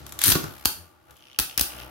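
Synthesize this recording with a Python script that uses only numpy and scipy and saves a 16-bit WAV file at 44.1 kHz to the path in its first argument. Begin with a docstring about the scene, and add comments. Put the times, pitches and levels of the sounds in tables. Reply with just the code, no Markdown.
"""A top hums in a plastic tub. A ripcord launcher ticks, its cord rips through the gears, its pawl
rattles, and a second top snaps off (0.32 s), lands on its tip and bounces. Both tops roll, hiss and
hum at their spin rate. Their rims clack together three times (0.65, 1.39, 1.58 s); from 1.16 s a
tilted top scrapes once a turn, in three stretches. A small hard room rings after every blow."""
import sys
import numpy as np
from scipy import signal
from scipy.fft import rfft, irfft
from scipy.io import wavfile

SR = 44100
rng = np.random.default_rng(int(sys.argv[2]) if len(sys.argv) > 2 else 0)


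def bounce(signal):
    """Save signal as a 16-bit WAV file at the path given by the first command-line argument."""
    frames = np.transpose(np.atleast_2d(signal))
    limited = np.clip(frames, -1, 1)
    pcm = np.round(limited * 32767).astype(np.int16)
    wavfile.write(sys.argv[1], SR, pcm)


N = 83790
TIME = np.arange(N) / SR
BODY_HZ, CASE_HZ, CASE_T60_S, CASE_DB = 1090, 4060, 0.012, -7.5  # bass shelf; launcher housing mode

# room decay (frequency [Hz], t60 [s])
ROOM_T60 = [(100, 0.35), (500, 0.32), (1500, 0.35), (4500, 0.32), (9000, 0.34), (15000, 0.29)]
# room tail spectrum (frequency [Hz], gain [dB])
ROOM_COLOUR = [(60, -14), (300, -8), (1200, -5), (4000, -4.5), (9000, -5), (13000, -3), (16000, -6)]
# pawl into the room; its ring beams at the microphone instead (frequency [Hz], gain [dB])
PAWL_ROOM_COLOUR = [(200, -9), (8000, 5), (9300, -11.5), (10500, 2.5), (12600, -0.5), (15000, 3.5)]
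# wobble shaking the tub (time [s], spin [turns/s], level [dB])
HUM = [(0, 72, -45), (.2, 72, -56), (.5, 69, -65), (.62, 68, -53), (.72, 86, -63), (.79, 86, -48.5),
       (.9, 86, -64.5), (1.05, 72, -77), (1.12, 68, -59), (1.3, 65, -89), (1.5, 64, -64), (1.68, 62, -56.5),
       (1.82, 62, -44.5), (1.9, 62, -53)]
# tips rolling on plastic (time [s], level [dB])
ROLL_LEVEL = [(0, -52), (.17, -50), (.45, -43.5), (.6, -54.5), (.8, -54.5), (.92, -60.5), (1.06, -63),
              (1.11, -52), (1.16, -62), (1.36, -61), (1.48, -53.5), (1.57, -55), (1.68, -46), (1.82, -46),
              (1.9, -47.5)]
# rolling spectrum (frequency [Hz], gain [dB])
ROLL_COLOUR = [(25, -18.5), (80, -1.5), (200, -4.5), (330, 3), (480, -6), (850, 7.5), (1000, -2), (1200, 2),
               (2100, -8), (2900, -7), (4200, -17), (8000, -62.5)]
# tub resonances stirred by rolling (frequency [Hz], width [Hz], gain [dB])
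ROLL_PEAKS = [(330, 54, 4), (496, 30, 14), (604, 43, 10.5), (710, 50, 1.5), (1169, 60, 8), (1420, 110, 7.5)]
# tip hiss (time [s], level [dB])
HISS_LEVEL = [(0, -53.5), (.1, -80), (.4, -49), (.6, -49.5), (.8, -57.5), (1, -73), (1.12, -62),
              (1.35, -71), (1.6, -59), (1.8, -45.5), (1.9, -56.5)]
# hiss spectrum (frequency [Hz], gain [dB])
HISS_COLOUR = [(200, 3), (1500, 3), (5000, -1.5), (8000, -7.5), (12500, 2.5), (16000, -5.5)]
# stretches of scraping (start [s], end [s], spin [turns/s])
SCRAPES = [(1.1615, 1.37, 65.2), (1.4955, 1.565, 63), (1.7045, 1.89, 61.6)]
# scrape strength (time [s], level [dB])
SCRAPE_LEVEL = [(1.16, -52.5), (1.23, -47), (1.30, -42.5), (1.36, -42), (1.51, -31.5), (1.535, -42),
                (1.57, -46), (1.72, -37.5), (1.76, -37), (1.83, -31.5), (1.86, -66)]
# scrape spectrum (frequency [Hz], gain [dB])
SCRAPE_COLOUR = [(200, -31), (2000, -3), (2950, 9.5), (4000, -5), (5700, -2.5), (7800, -23), (9700, -8),
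                 (13000, -20.5), (16000, -21)]
# launcher handled, cord taking up slack (time [s], level [dB])
TICKS = [(0.065, -33), (0.0793, -47), (0.0925, -38), (0.1225, -30), (0.1898, -21.5), (0.2092, -31),
         (.216, -16), (0.44, -32.5), (1.108, -45), (1.167, -48)]
# tick spectrum (frequency [Hz], gain [dB])
TICK_COLOUR = [(100, -35), (700, -10), (1500, 1.5), (2800, -3), (3500, 5), (4300, -4), (7000, 1.5),
               (8800, -3.5), (12000, 3.5), (16000, -9)]
# cord sliding through the gears (time [s], level [dB])
CORD_LEVEL = [(.19, -57), (.212, -36.5), (.235, -30), (.245, -23.5), (.28, -28), (.32, -24.5),
              (.335, -31.5), (.36, -74.5)]
# cord spectrum (frequency [Hz], gain [dB])
CORD_COLOUR = [(40, -7.5), (150, -15), (700, -12.5), (1500, 2), (2300, -0.5), (3600, 5), (8000, -1.5),
               (16000, -10.5)]
# rumble of the pull (time [s], level [dB])
PULL_LEVEL = [(.22, -53), (.26, -39.5), (.29, -21.5), (.33, -42), (.37, -39.5), (.5, -43.5), (.6, -65)]
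# rumble spectrum (frequency [Hz], gain [dB])
PULL_COLOUR = [(25, -26), (60, -5), (100, 4), (200, -9.5), (350, -1), (600, -32.5), (8000, -72)]
# pawl snapping over the teeth (time [s], level [dB])
PAWL_SNAPS = [(0.2382, -7.5), (0.2444, -13.5), (0.2568, -14), (0.2608, -12), (0.2689, -10.5),
              (0.274, -14.5), (0.2801, -8.5), (0.289, -11), (0.3004, -11.5), (0.303, -15), (0.3069, -21),
              (0.311, -17.5)]
# pawl spectrum (frequency [Hz], gain [dB])
PAWL_COLOUR = [(100, -4.5), (300, -9.5), (700, -18), (1500, -5.5), (2300, -11.5), (3700, -10), (6000, -6),
               (8500, -12.5), (9300, 11.5), (10200, -9), (12000, 1), (12900, 5.5), (14000, -12),
               (16000, -5.5)]
# tip landing and bouncing (time [s], tub level [dB], tap level [dB])
LANDINGS = [(0.3526, -20, -31), (0.4345, -36.5, -47), (0.44, -36.5, -28), (0.469, -44, -40.5),
            (0.498, -52, -46)]
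# tub modes (frequency [Hz], level [dB], t60 [s])
TUB_MODES = [(151.3, 3.5, 0.081), (255, -10, 0.2), (323.7, -10.5, 0.34), (404.4, -6.5, 0.11),
             (759, -12, 0.11), (834, -16.5, .07), (956, -14.5, 0.042), (1130, -5.5, 0.067),
             (1207, -3, 0.05), (1448, -7.5, 0.088)]
# tub slap spectrum (frequency [Hz], gain [dB])
SLAP_COLOUR = [(60, -14.5), (350, 6), (700, -12.5), (1300, -12), (2200, -17.5), (6000, -14), (16000, -54)]
# release from the launcher, then rim on rim
# (time [s], level [dB], ring [Hz], ring [dB], body [dB], treble [dB], thump [dB], left-right [dB])
CLACKS = [(0.3192, -9, 3870, 10.5, 2, 0, -2.5, -7), (0.3225, -13.5, 1596, 9, 2, -3, -16, 10.5),
          (0.650, -23.5, 4650, 7, 0, 1, -20, -6), (0.6553, -6.5, 4500, 8, -1, -1.5, -2, 3),
          (.657, -11.5, 1390, 5.5, 3, 3, -10, 3), (1.388, -11.5, 4450, 8, -11, 1, -9, 7),
          (1.3895, -13, 1700, 5, 3.5, -1, -11, -11.5), (1.3979, -12, 9300, -1, -3.5, -1.5, 0.5, 7),
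          (1.5767, -10, 5400, 6.5, -16.5, 1.5, -13, 4), (1.5804, -20, 2610, 8.5, -4, -9, -41, 1),
          (1.5843, -23, 5300, 1, -8, -16, -31, -8), (1.5949, -13.5, 9700, 10.5, -2.5, -3.5, 3, 9),
          (1.6103, -7, 5170, 3, -1, 1.5, -1.5, 0.5)]
# clack spectrum (frequency [Hz], gain [dB])
CLACK_COLOUR = [(40, 5.5), (300, 1), (650, -8.5), (1550, -4), (2150, -9), (2650, -2), (3600, -4),
                (5200, -1.5), (7900, -6.5), (9600, -1), (11000, -2.5), (13700, 0), (16000, -3)]
# modes of a struck top (frequency [Hz], level [dB])
TOP_MODES = [(840, -15), (1450, -19), (1620, -15.5), (2640, -21), (3330, -20), (4040, -18), (4610, -15),
             (5380, -18), (6720, -14.5), (9500, -15), (10300, -17.5), (13250, -12), (14080, -16)]


def amp(db):
    """Decibels to gain."""
    return 10 ** (np.asarray(db) / 20)


def pan(db):
    """Stereo gains, left over right by db."""
    return amp([[db / 2], [-db / 2]])


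def unit(x):
    """Scale to rms 1."""
    return x / np.sqrt(np.mean(x ** 2) + 1e-20)


def at_hz(points, hz):
    """Interpolate on a log-frequency axis."""
    f, value = np.transpose(points)
    return np.interp(np.log(hz + 1), np.log(f + 1), value)


def at_time(points, t=TIME, column=1):
    """Interpolate one column of a control curve."""
    columns = np.transpose(points)
    return np.interp(t, columns[0], columns[column])


def add(mix, s, sound):
    """Mix a sound in at s seconds."""
    part = mix[:, max(round(s * SR), 0):][:, :sound.shape[-1]]
    part += sound[..., :part.shape[1]]


def equalise(x, colour):
    """Zero-phase filter; colour maps Hz to dB."""
    size = x.shape[-1]
    return irfft(rfft(x) * amp(colour(np.fft.rfftfreq(size, 1 / SR))), size)


def noise(colour, correlation=0.184, size=N):
    """Coloured, partly correlated stereo noise."""
    left, right, shared = rng.standard_normal((3, size))
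    pair = np.sqrt(1 - correlation) * np.array([left, right]) + np.sqrt(correlation) * shared
    return unit(equalise(pair, colour))


def rub(level, colour, peaks=()):
    """Friction noise on a level curve, with optional resonances."""
    resonances = lambda hz: sum(db / (1 + (2 * (hz - f) / width) ** 2) for f, width, db in peaks)
    return amp(at_time(level)) * noise(lambda hz: at_hz(colour, hz) + resonances(hz))


def mode(hz, t60_s):
    """Damped sine, random phase per microphone."""
    t = TIME[:2048]
    envelope = amp(-60 * t / t60_s) * (1 - np.exp(-t / 0.00044))
    return np.sin(2 * np.pi * (hz * t + rng.random((2, 1)))) * envelope


def crack(colour, decay_s, pan_db=0, evenness=0.41):
    """Blow on plastic: dense modes that die in milliseconds."""
    t = TIME[:2048]
    envelope = np.exp(-(t / decay_s) ** 1.03) * (1 - np.exp(-t / 0.000098))
    spectrum = rfft(noise(np.zeros_like, correlation=0.28, size=len(t)) * envelope)
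    spectrum /= (abs(spectrum) + 1e-9) ** evenness
    log_gain = np.log(amp(colour(abs(np.fft.fftfreq(len(t), 1 / SR)))))
    minimum_phase = np.exp(np.conj(signal.hilbert(log_gain)))[:spectrum.shape[1]]
    burst = irfft(spectrum * minimum_phase) * (t < t[-1] / 2)
    return unit(burst) * np.sqrt(np.mean(envelope ** 2)) * pan(pan_db)


def room(x, onset_s=0.0072):
    """Dense, fast-building tail; each side feeds both microphones."""
    hz, t, bands = signal.stft(rng.standard_normal((2, 2, SR)), SR, nperseg=256)
    decay = amp(-60 * t / at_hz(ROOM_T60, hz)[:, None])
    tail = signal.istft(bands * decay, SR, nperseg=256)[1][..., :SR]
    tail *= 1 - np.exp(-(TIME[:SR] / onset_s) ** 2)
    tail = equalise(tail / np.linalg.norm(tail[0]), lambda hz: at_hz(ROOM_COLOUR, hz))
    return signal.fftconvolve(x[None], tail, axes=2).sum(1)[:, :N]


def spinning(waver_hz=25, left_lead_rad=0.47, harmonics_db=(2.5, -4, -12.5, -14.5, -17)):
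    """Unbalanced tops hum at their spin rate; tip noise throbs with it."""
    turn_rad = 2 * np.pi * np.cumsum(at_time(HUM)) / SR
    hum = np.zeros((2, N))
    for k, db in enumerate(harmonics_db, 1):
        waver = 1 + 0.38 * noise(lambda hz: -40 * np.log10(1 + (hz / waver_hz) ** 2))
        phase_rad = rng.uniform(0, 2 * np.pi) + np.array([[left_lead_rad], [0]])
        hum += amp(db) * waver * np.sin(k * turn_rad + phase_rad)
    roll = rub(ROLL_LEVEL, ROLL_COLOUR, ROLL_PEAKS) * (1 + 0.16 * np.sin(turn_rad))
    hiss = rub(HISS_LEVEL, HISS_COLOUR) * (1 + 0.64 * np.sin(turn_rad))
    return (roll + hiss + amp(at_time(HUM, column=2)) * unit(hum)) * pan(3)


def chirp(ring_hz=3100, squeak_hz=5600):
    """Tip catches on plastic: a tiny crack and two rings, pitch scattered."""
    pitch = 1 + 0.04 * rng.standard_normal()
    ring = amp(-3.5) * mode(ring_hz * pitch, t60_s=0.01)
    squeak = amp(-8.5) * mode(squeak_hz * pitch, t60_s=0.005)
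    return ring + squeak + crack(lambda hz: at_hz(SCRAPE_COLOUR, hz / pitch), decay_s=0.002, pan_db=0.94)


def scrapes(jitter_turns=0.04):
    """Tilted top: one chirp a turn, a fainter touch half a turn later."""
    out = np.zeros((2, N))
    for start_s, end_s, spin_hz in SCRAPES:
        for s in np.arange(start_s, end_s, 1 / spin_hz):
            late, uneven, touch = rng.standard_normal(3)
            db = at_time(SCRAPE_LEVEL, s)
            add(out, s + jitter_turns * late / spin_hz, amp(db + 1.5 * uneven) * chirp())
            add(out, s + 0.5 / spin_hz, amp(db - 11 + 5 * np.clip(touch, -1, 1)) * chirp())
    return out


def launcher():
    """Cord rubs through the gears; handling ticks ring the housing."""
    out = rub(CORD_LEVEL, CORD_COLOUR) + rub(PULL_LEVEL, PULL_COLOUR)
    for s, db in TICKS:
        tick = crack(lambda hz: at_hz(TICK_COLOUR, hz), decay_s=0.0034, pan_db=4)
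        housing = amp(CASE_DB) / 2 * mode(CASE_HZ, CASE_T60_S)
        add(out, s, amp(db) * (tick + housing))
    return out


def ratchet(bass_rise_db_per_s=319.5, case_fade_db_per_s=189):
    """Pawl snaps over the teeth, thumping harder as the cord tightens; the housing ring fades."""
    out = np.zeros((2, N))
    for s, db in PAWL_SNAPS:
        pitch = 1 + 0.014 * rng.standard_normal()
        elapsed_s = s - PAWL_SNAPS[0][0]
        bass_db = -15 + bass_rise_db_per_s * elapsed_s
        colour = lambda hz: at_hz(PAWL_COLOUR, hz / pitch) + bass_db / (1 + (hz / BODY_HZ) ** 4)
        add(out, s, amp(db) * crack(colour, decay_s=0.0024, pan_db=10.5))
        add(out, s, amp(db + CASE_DB - case_fade_db_per_s * elapsed_s) * mode(CASE_HZ, CASE_T60_S))
    return out


def landings(tap_hz=1380, tap_width_hz=130, spread_rad=0.68):
    """The dropped top sets the tub ringing and slaps it; its tip gives a hollow tap."""
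    out, t = np.zeros((2, N)), TIME[:SR // 2]
    tap_colour = lambda hz: -20 * np.log10(1 + ((hz - tap_hz) / tap_width_hz) ** 2)
    for s, db, tap_db in LANDINGS:
        phases = rng.uniform(0, 2 * np.pi, (len(TUB_MODES), 1, 1))
        phases = phases + spread_rad * rng.standard_normal((len(TUB_MODES), 2, 1))
        ring = sum(amp(mode_db - 60 * t / t60_s) * np.sin(2 * np.pi * hz * t + phase)
                   for (hz, mode_db, t60_s), phase in zip(TUB_MODES, phases))
        add(out, s, amp(db) * ring * (1 - np.exp(-t / 0.00071)))
        add(out, s, amp(db + 2.5) * crack(lambda hz: at_hz(SLAP_COLOUR, hz), decay_s=0.0096))
        add(out, s, amp(tap_db) * crack(tap_colour, decay_s=0.0049))
    return out


def clacks(ring_width_hz=260, treble_hz=6520, thump_hz=68.8, thump_t60_s=0.037, thump_delay_s=0.0034):
    """Each knock cracks, rings the top's modes and flexes the tub floor into a thump."""
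    out = np.zeros((2, N))
    envelope = amp(-12 - 60 * TIME / thump_t60_s) * (1 - np.exp(-TIME / 0.003))
    thump = np.sin(2 * np.pi * thump_hz * TIME) * envelope * pan(9.5)
    for s, db, ring_hz, ring_db, body_db, treble_db, thump_db, pan_db in CLACKS:
        emphasis_db = lambda hz: (ring_db / (1 + ((hz - ring_hz) / ring_width_hz) ** 2)
                                  + body_db / (1 + (hz / BODY_HZ) ** 2)
                                  + treble_db * hz ** 4 / (hz ** 4 + treble_hz ** 4))
        blow = crack(lambda hz: at_hz(CLACK_COLOUR, hz) + emphasis_db(hz), decay_s=0.0027, pan_db=pan_db)
        ring = sum(amp(mode_db + emphasis_db(hz)) * mode(hz, t60_s=0.014) for hz, mode_db in TOP_MODES)
        add(out, s, amp(db) * (blow + ring))
        add(out, s + thump_delay_s, amp(db + thump_db) * thump)
    return out


def scene():
    """All sources; all but the spinning feed the room."""
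    cord, pawl, knocks, chirps = launcher(), ratchet(), clacks() + landings(), scrapes()
    pawl_send = equalise(pawl, lambda hz: at_hz(PAWL_ROOM_COLOUR, hz))
    send = knocks + amp(-1) * cord + pawl_send + amp(-3) * chirps
    return cord + pawl + knocks + chirps + room(send) + spinning()


def record(dry, low_cut_hz=40, cutoff_hz=15900):
    """Microphone bass roll-off, full-scale clipping, band limit."""
    highpass = signal.butter(4, low_cut_hz, "highpass", fs=SR, output="sos")
    lowpass = signal.firwin(401, cutoff_hz, window=("kaiser", 8), fs=SR)
    clipped = np.clip(signal.sosfilt(highpass, dry), -1, 1)
    return signal.oaconvolve(clipped, lowpass[None], "same")


dry = scene()
out = record(dry)
bounce(out)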